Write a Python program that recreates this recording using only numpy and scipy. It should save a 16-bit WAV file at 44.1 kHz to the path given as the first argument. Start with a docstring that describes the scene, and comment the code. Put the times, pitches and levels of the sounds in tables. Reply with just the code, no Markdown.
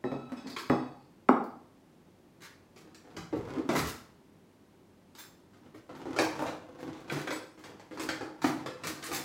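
"""A dinner table is laid in a hard-walled kitchen, over a faint steady hum. First a tumbler knocks on the
table that the microphone stands on and brushes a bowl. It rolls on its rim, squeaks under a glove and is
set down with a thump of the table top. Then, across the room, one hollow wooden drawer slides and bumps,
and later a second. As cutlery is picked out, loose pieces rattle, utensils clack, and a spoon and then
a fork ring."""
import sys
import numpy as np
from scipy import signal
from scipy.fft import rfft, irfft, next_fast_len
from scipy.io import wavfile

SR = 44100
rng = np.random.default_rng(int(sys.argv[2]) if len(sys.argv) > 2 else 0)


def dump(signal):
    """Clip the signal to [-1, 1] and save it as 16-bit WAV at the path in sys.argv[1]."""
    limited = np.clip(np.atleast_2d(signal).T, -1, 1)
    pcm = np.round(limited * 32767).astype(np.int16)
    wavfile.write(sys.argv[1], SR, pcm)


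N = 407484


def amp(db):
    """Decibels to gain."""
    return 10 ** (np.asarray(db) / 20)


def unit_rms(x):
    """Scale to rms 1."""
    return x / np.sqrt(np.mean(x ** 2) + 1e-20)


def curve_at(points, hz):
    """Read (freq_hz, value) points on a log frequency axis."""
    freqs, values = np.transpose(points)
    return np.interp(np.log(hz + 1), np.log(freqs + 1), values)


def add(track, start_s, x):
    """Mix x into the track from start_s on."""
    start = max(round(start_s * SR), 0)
    track[start:start + len(x)] += x[:len(track[start:])]


def filtered(x, response):
    """Pass x through a complex frequency response."""
    size = next_fast_len(len(x) + SR // 4, True)
    return irfft(rfft(x, size) * response(np.fft.rfftfreq(size, 1 / SR)), size)[:len(x)]


def equalised(x, gain_db, size=4096):
    """Minimum-phase EQ that follows gain_db(hz)."""
    cepstrum = irfft(np.log(amp(gain_db(np.fft.rfftfreq(size, 1 / SR))) + 1e-9))
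    cepstrum[1:size // 2] *= 2
    cepstrum[size // 2 + 1:] = 0
    return signal.fftconvolve(x, irfft(np.exp(rfft(cepstrum))))[:len(x)]


def resonances(modes, f):
    """Summed response of (pitch_hz, width_hz, gain_db) resonances."""
    return sum(amp(db) * 1j * f * width / (hz * hz - f * f + 1j * f * width) for hz, width, db in modes)


# the kitchen's reverb: freq_hz, t60_s
ROOM_DECAY = [(100, 0.6), (300, 0.47), (900, 0.58), (2000, 0.47), (5000, 0.47), (9000, 0.41), (15000, 0.38)]
def in_room(x, wet_db, early_db, early_t60_s):
    """Direct sound, quick echoes from near surfaces and the kitchen's tail, drawn anew for each sound."""
    hz, frame_s, spectrum = signal.stft(rng.standard_normal(SR * 2 // 3), SR, nperseg=256)
    decay = amp(-60 * frame_s / curve_at(ROOM_DECAY, hz)[:, None])
    tail = signal.istft(spectrum * decay, SR, nperseg=256)[1]
    t = np.arange(len(tail)) / SR
    tail *= 1 - np.exp(-t / 0.0032)
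    early = rng.standard_normal(len(t)) * amp(-60 * t / early_t60_s)
    path = amp(wet_db) * tail / np.linalg.norm(tail) + amp(early_db) * early / np.linalg.norm(early)
    path[0] += 1  # direct sound
    return signal.fftconvolve(x, path / np.linalg.norm(path))[:len(x)]


def strokes(rows, eq, grains_per_s, spread_db):
    """Friction and jostling: tiny contacts under strokes that swell and fade."""
    out, t = np.zeros(N), np.arange(SR) / SR
    for middle_s, half_s, db, tilt in rows:
        grains = rng.standard_normal(SR) * (rng.random(SR) < grains_per_s / SR)
        grains *= amp(spread_db * rng.standard_normal(SR))
        texture = unit_rms(equalised(grains, lambda f: curve_at(eq, f) + tilt * np.log2(1 + f / 200)))
        from_middle = t / half_s - 2
        swell = np.exp(-from_middle ** 4 / (1 + from_middle ** 2))
        stroke = in_room(texture * swell, wet_db=2.5, early_db=2, early_t60_s=0.098)
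        add(out, middle_s - 2 * half_s, amp(db) * stroke)
    return out


def ringing(hits, modes, waver_hz, attack_s):
    """Every touch rings an object's modes at new strengths; they waver as it moves in the hand."""
    out, t = np.zeros(N), np.arange(SR * 2 // 3) / SR
    hz, level_db, t60_s = np.transpose(modes)[:, :, None]
    envelopes = amp(level_db - 60 * t / t60_s) * (1 - np.exp(-t / attack_s))
    for start_s, db in hits:
        drift = np.cumsum(rng.standard_normal(envelopes.shape), 1) * np.sqrt(2 * np.pi * waver_hz / SR)
        strengths = amp(db + rng.uniform(-2, 2, len(modes)))
        ring = strengths @ (envelopes * np.sin(2 * np.pi * hz * t + drift))
        add(out, start_s, in_room(ring, wet_db=-3, early_db=-7.5, early_t60_s=0.078))
    return out


# room tone: freq_hz, gain_db
HUM_EQ = [(13, -56.5), (22, -26.5), (38, -7), (70, -14.5), (92, 0), (128, -7.5), (169, -0.5), (317, -2.5),
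          (396, -3.5), (454, -11.5), (493, -8.5), (745, -16), (855, -14), (1190, -20), (15800, -39.5)]
def room_hum():
    """Low steady noise of the kitchen, with faint hiss."""
    return amp(-60) * unit_rms(filtered(rng.standard_normal(N), lambda f: amp(curve_at(HUM_EQ, f))))


# rim rolls and glove squeaks: middle_s, half_length_s, level_db, tilt_db_per_octave
RIM_ROLLS = [(.35, .06, -48, -1), (.48, .04, -42, -6)]
GLOVE_SQUEAKS = [(.472, .008, -42.5, -1), (.515, .02, -51, -5), (.58, 0.009, -47, -5),
                 (.64, .05, -56.5, 7.5), (1.03, 0.014, -69, -4.5), (1.45, 0.02, -65, 11)]
# the low roll and the thin squeak: freq_hz, gain_db
ROLL_EQ = [(100, -35), (190, -12.5), (245, 3), (330, -13.5), (600, -14), (1300, -15.5), (3000, -30),
           (15000, -49)]
SQUEAK_EQ = [(2500, -35.5), (3800, -12.5), (4300, -3), (4900, -3), (5600, -18.5), (12000, -30.5)]
def tumbler_turning():
    """The rim rolls on the table and a glove squeaks on the glass."""
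    roll = strokes(RIM_ROLLS, ROLL_EQ, grains_per_s=820, spread_db=7)
    return roll + strokes(GLOVE_SQUEAKS, SQUEAK_EQ, grains_per_s=700, spread_db=6)


# touches on glass and bowl: start_s, level_db
GLASS_TOUCHES = [(.043, -60), (.117, -59.5), (.367, -53.5), (.565, -52), (.701, -48)]
BOWL_TOUCHES = [(.043, -46.5), (.117, -48), (.296, -53.5)]
# their partials: pitch_hz, level_db, t60_s
GLASS_MODES = [(2543, -0.5, 0.56), (3420, -5.5, 0.53), (3810, -8.5, 0.56), (4540, -10.5, 0.82),
               (5190, -3, 0.37), (4845, -12, 0.41), (6100, -16.5, .5), (6500, -13.5, 0.476),
               (7830, -15, 0.45), (8570, -16, 0.44)]
BOWL_MODES = [(810, -6, 0.87), (1310, 0, 0.67), (2576, -12.5, 0.97), (3900, -12, 0.62)]
def glass_and_bowl():
    """The handled tumbler rings faintly, and so does the bowl it brushes."""
    glass = ringing(GLASS_TOUCHES, GLASS_MODES, waver_hz=50, attack_s=0.00214)
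    return glass + ringing(BOWL_TOUCHES, BOWL_MODES, waver_hz=11, attack_s=0.002)


# touches on spoon and fork: start_s, level_db
SPOON_TOUCHES = [(3.36, -68), (3.755, -47.5), (5.185, -51), (5.745, -72), (5.965, -69), (6.81, -66),
                 (8.445, -66), (9.14, -43)]
FORK_TOUCHES = [(7.11, -72), (7.18, -70), (7.322, -53), (8.0, -58), (9.037, -51)]
# their bright partials: pitch_hz, level_db, t60_s
SPOON_MODES = [(3540, -3, 0.38), (5230, -5.5, 0.48), (6400, -0.5, 0.25), (7400, -1, 0.29), (9670, -3, 0.25),
               (10840, -10.5, 0.23), (11600, 1, 0.14), (12100, -3.5, 0.22), (14940, -2.5, 0.25),
               (15520, -4, .2)]
FORK_MODES = [(2814, -18, 0.41), (5390, -10, 0.9), (6784, 8, 0.14), (7820, 6, 0.23), (8820, 7.5, 0.22),
              (10400, 0, 0.19), (10970, 4, 0.11), (13390, 5, 0.16)]
def spoon_and_fork():
    """A spoon and a fork ring freely when touched."""
    spoon = ringing(SPOON_TOUCHES, SPOON_MODES, waver_hz=22.22, attack_s=0.0037)
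    return spoon + ringing(FORK_TOUCHES, FORK_MODES, waver_hz=11, attack_s=0.004)


# hard clacks, first the tumbler on a dish, then utensil on utensil: start_s, level_db
CLACKS = [(.564, -35.5), (3.166, -53), (6.189, -38.5), (7.099, -32.5), (7.275, -35), (7.309, -36.5),
          (8.09, -31.5), (8.446, -33)]
# their short partials: pitch_hz, level_db, t60_s
CLACK_MODES = [(1400, -1.5, 0.066), (1550, -3.5, 0.16), (1803, -13.5, 0.036), (2015, -2.5, .07),
               (2274, 1.5, 0.052), (2410, 0, 0.032), (3354, -6, 0.061), (3944, -6, .04)]
def hard_clacks():
    """Hard things strike each other, the tumbler a dish and later utensils one another, and die away quickly."""
    return ringing(CLACKS, CLACK_MODES, waver_hz=25, attack_s=0.00062)


# rumbles and judders: middle_s, half_length_s, level_db, tilt_db_per_octave
RUNNER_RUMBLES = [(3.19, .03, -46, -2), (3.37, 0.05, -41, -4), (3.79, .06, -40, 1), (6.24, 0.027, -56, 6.5),
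                  (8.47, .02, -46, 3)]
WOOD_JUDDERS = [(3.49, .03, -48, -2), (3.72, .022, -34.5, -2.5), (6.41, .025, -31.5, -1.5),
                (6.47, .025, -41.5, -3)]
# the deep rumble and the midrange judder: freq_hz, gain_db
RUMBLE_EQ = [(25, -50.5), (50, -1), (80, 6), (140, 3.5), (220, 2.5), (500, -32.5)]
JUDDER_EQ = [(200, -16), (400, -16), (500, 2.5), (660, 4), (850, -3), (1300, -7.5), (3000, -33.5)]
def drawer_runners():
    """A drawer rumbles on its runners and the wood judders as it is pushed."""
    rumble = strokes(RUNNER_RUMBLES, RUMBLE_EQ, grains_per_s=1000, spread_db=0.5)
    return rumble + strokes(WOOD_JUDDERS, JUDDER_EQ, grains_per_s=1200, spread_db=7)


USUAL_DB = -40  # drive of an ordinary slide or knock
# pulls and pushes of a drawer: middle_s, half_length_s, drive_db
DRAWER_SLIDES = [(2.87, .06, -53.5), (3.105, 0.055, -48.5), (3.515, .11, -40.5), (3.74, .04, -32.5),
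                 (5.647, 0.029, -51.5), (5.981, 0.058, -43), (6.2, .08, -34), (6.42, 0.065, -33),
                 (6.869, 0.18, -43), (7.16, 0.065, -34), (7.698, 0.054, -45), (8.043, .08, -42),
                 (8.229, .06, -49), (8.529, 0.13, -44.5), (8.902, .08, -39), (9.148, .055, -35.5)]
# the wooden scrape: freq_hz, gain_db
SLIDE_EQ = [(18, -51), (30, -30), (158, -9), (211, -14), (312, -6.5), (497, -11), (597, -19), (662, -13.5),
            (1270, -15.5), (1480, -18), (6700, -32), (15000, -49)]
def drawer_slides():
    """Wood slides on wood, brighter when it is louder."""
    rows = [(middle_s, half_s, db, -1.5 + 0.1 * (db - USUAL_DB)) for middle_s, half_s, db in DRAWER_SLIDES]
    return strokes(rows, SLIDE_EQ, grains_per_s=700, spread_db=6.5)


def content_taps(offset_db=-6.5, spread_db=2.5, hardness_db=-1.5):
    """Cues for light knocks: once in every slide something shifts and taps the drawer's wall."""
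    chance = rng.uniform(-1, 1, (len(DRAWER_SLIDES), 2))
    return [(middle_s + half_s * when, db + offset_db - spread_db * lightness, hardness_db)
            for (middle_s, half_s, db), (when, lightness) in zip(DRAWER_SLIDES, chance)]


# bumps of dishes, drawers and utensils: start_s, drive_db, hardness_db, rattle_db
BUMPS = [(0.47, -41.5, 1.5, -54.5), (.564, -30.5, -1.5, -49), (2.404, -58, -6.5, -48.5),
         (2.761, -48.5, 2, -58.5), (2.946, -57.5, 18, -75), (3.166, -36.5, 3.5, -63.5),
         (3.326, -35, -13, -53), (3.556, -39, -16.5, -64), (3.691, -25.5, -4, -44),
         (3.752, -26.5, -2, -35.5), (3.85, -37, 5.5, -43), (5.151, -52.5, 11.5, -56), (5.183, -45, 4, -54),
         (5.534, -55, -2, -77), (5.743, -46, -7.5, -66), (5.893, -43.5, -7, -65), (6.055, -37.5, -10, -58),
         (6.163, -28, -3, -58), (6.187, -18.5, 0.5, -43), (6.403, -37, -4.5, -55), (6.465, -32.5, -2, -60),
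         (6.785, -46, -4, -59), (6.882, -48.5, -10, -74), (6.969, -49, 1, -70.5), (7.097, -42, 3, -50.5),
         (7.115, -39, -8, -45.5), (7.164, -33, -3.5, -47), (7.273, -32, -0.5, -59),
         (7.307, -30, -0.5, -47.5), (7.577, -49, -2, -61), (7.639, -43, 5, -63), (7.797, -46.5, 0.5, -73),
         (7.911, -41, -7, -57.5), (7.974, -37, -2.5, -56), (7.997, -32.5, 4.5, -47),
         (8.089, -27, 2.5, -62.5), (8.208, -34, -7, -58.5), (8.419, -32.5, -0.5, -41),
         (8.443, -23, -6, -44), (8.66, -31, -1.5, -68), (8.836, -32, 2, -39), (9.026, -35, 2.5, -39),
         (9.116, -35, 3.5, -31)]
# the tone of a knock: freq_hz, gain_db
KNOCK_EQ = [(25, 13), (60, 32), (130, 49.5), (195, 39.5), (300, 54.5), (500, 46), (800, 42.5), (1300, 45),
            (2100, 42), (2900, 39), (4500, 40.5), (7500, 34.5), (9000, 27), (15500, 16)]
def knocks(thud_db=-4, tick_db=-8):
    """Each bump or tap is a first contact and a quick clatter of smaller ones."""
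    out, t = np.zeros(N), np.arange(SR * 2 // 3) / SR
    for start_s, db, hardness_db in [row[:3] for row in BUMPS] + content_taps():
        # soft or weak bumps linger, hard or strong ones are curt
        clatter_t60_s = 0.036 * np.exp(-0.0448 * hardness_db - 0.0364 * (db - USUAL_DB))
        clatter = rng.standard_normal(len(t)) * (rng.random(len(t)) < 0.15) * amp(-60 * t / clatter_t60_s)
        blow = 0.15 * (t == 0) + 0.81 * clatter / (np.linalg.norm(clatter) + 1e-9)
        # hardness trades bass for treble
        balance = [(280, db + thud_db - hardness_db), (1100, db), (5000, db + tick_db + hardness_db)]
        knock = equalised(blow, lambda f: curve_at(KNOCK_EQ, f) + curve_at(balance, f))
        add(out, start_s, in_room(knock, wet_db=6.5, early_db=1.5, early_t60_s=0.095))
    return out


# the jangle of loose pieces: freq_hz, gain_db
RATTLE_EQ = [(530, -47), (900, 0), (1950, 5.5), (3070, -5), (4080, -2), (7680, -9), (8750, -13.5),
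             (11600, -15.5), (15500, -20.5)]
def cutlery_rattle(lag_s=0.033, half_s=0.023):
    """Loose pieces jostle just after each bump, more brightly after a hard one."""
    rows = [(start_s + lag_s, half_s, rattle_db, 3 + 0.4 * hardness_db)
            for start_s, _, hardness_db, rattle_db in BUMPS]
    return amp(-1) * strokes(rows, RATTLE_EQ, grains_per_s=830, spread_db=4.5)


# two hollow wooden bodies: pitch_hz, width_hz, gain_db
FIRST_DRAWER_MODES = [(160, 40, 1), (252, 34, 4.5), (321, 17, -1), (454, 83, 2), (740, 260, -13)]
SECOND_DRAWER_MODES = [(145, 10.4, -2.5), (263, 22, -0.5), (316.7, 9.9, 7.5), (371, 69, -15),
                       (504, 27, 1.5), (793, 73, -5.5)]
def drawers(first_from_s=2.0, second_from_s=4.7):
    """Knocks and slides sound directly and through the hollow wood of the drawer in use."""
    t = np.arange(N) / SR
    drive = knocks() + drawer_slides()
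    in_second = t > second_from_s
    in_first = (t > first_from_s) & ~in_second
    first = filtered(drive * in_first, lambda f: resonances(FIRST_DRAWER_MODES, f))
    second = filtered(drive * in_second, lambda f: resonances(SECOND_DRAWER_MODES, f))
    return amp(-7) * (drive + first + second)


# glass meets table: start_s, thump_db, hardness_hz, tick_db, boom_db, rebound_ratio
# (each level is relative within its own layer)
LANDINGS = [(.040, -16, 680, -61, -35, 0.71), (.117, -17.5, 800, -60, -36.5, 0.82),
            (.698, -8, 954, -45.5, -25, 0.76), (1.288, -3, 1242, -45, -41, 0.04)]
# the table top, and the whole table on its legs: pitch_hz, width_hz, gain_db
TOP_MODES = [(257.7, 31, 7.5), (311.6, 61, 0), (370, 83, -1), (497, 46, -4), (628, 140, -8.5),
             (800, 140, -2.5), (1100, 370, -4.5), (1239, 78, -14.5), (1900, 500, -25.5)]
LEG_MODES = [(72.15, 14, -20), (135.8, 7.3, 4.5)]
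def tumbler_on_table():
    """The heavy glass base thumps the table; a harder contact reaches the top's higher modes."""
    out, t = np.zeros(N), np.arange(SR) / SR
    impulse = 1.0 * (t == 0)
    bounces = np.arange(1, 5)
    tick_eq = [(90, 2), (400, 16.5), (1800, 17.5), (2800, -1.5), (4500, -4), (8000, -17.5),
               (10000, -24), (15000, -20)]  # freq_hz, gain_db
    # bending waves in the top carry the treble to the microphone first
    travel = lambda f: np.exp(-2j * np.pi * np.cumsum(0.00639 / (1 + (f / 1500) ** 2)) * f[1])
    sway = lambda f: resonances(LEG_MODES, f) / (1 + 1j * f / 300) ** 2
    for start_s, thump_db, hardness_hz, tick_db, boom_db, rebound in LANDINGS:
        # landing on its edge, the glass chatters a few times before it settles
        bounce_s = (bounces + rng.uniform(-0.3, 0.3, len(bounces))) * 0.01
        contacts = impulse.copy()
        contacts[(bounce_s * SR).astype(int)] = rebound ** bounces
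        contacts *= amp(thump_db + 32) / np.linalg.norm(contacts)
        contact_band = lambda f: 1 / np.sqrt((1 + (f / hardness_hz) ** 8) * (1 + (205 / (f + 1)) ** 6))
        thump = filtered(contacts, lambda f: resonances(TOP_MODES, f) * contact_band(f) * travel(f))
        boom = filtered(amp(boom_db + 56) * impulse, sway)
        burst = amp(tick_db + 22 - 60 * t / 0.015) * rng.standard_normal(SR)
        tick = equalised(burst, lambda f: curve_at(tick_eq, f))
        add(out, start_s, in_room(thump + boom + tick, wet_db=-2.5, early_db=-8, early_t60_s=0.1))
    return out


def scene():
    """Everything reaches one microphone on the table."""
    tumbler = tumbler_on_table() + tumbler_turning() + glass_and_bowl()
    wood = drawers() + drawer_runners()
    cutlery = cutlery_rattle() + hard_clacks() + spoon_and_fork()
    return (tumbler + wood + cutlery + room_hum())[None]


def record(dry):
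    """The small microphone loses the deepest bass; the recorder keeps nothing above its band limit."""
    low_cut_hz, band_limit_hz = 42, 15830
    thinned = signal.sosfilt(signal.butter(3, low_cut_hz, "highpass", fs=SR, output="sos"), dry[0])
    return filtered(thinned, lambda f: f < band_limit_hz)[None]


dry = scene()
out = record(dry)
dump(out)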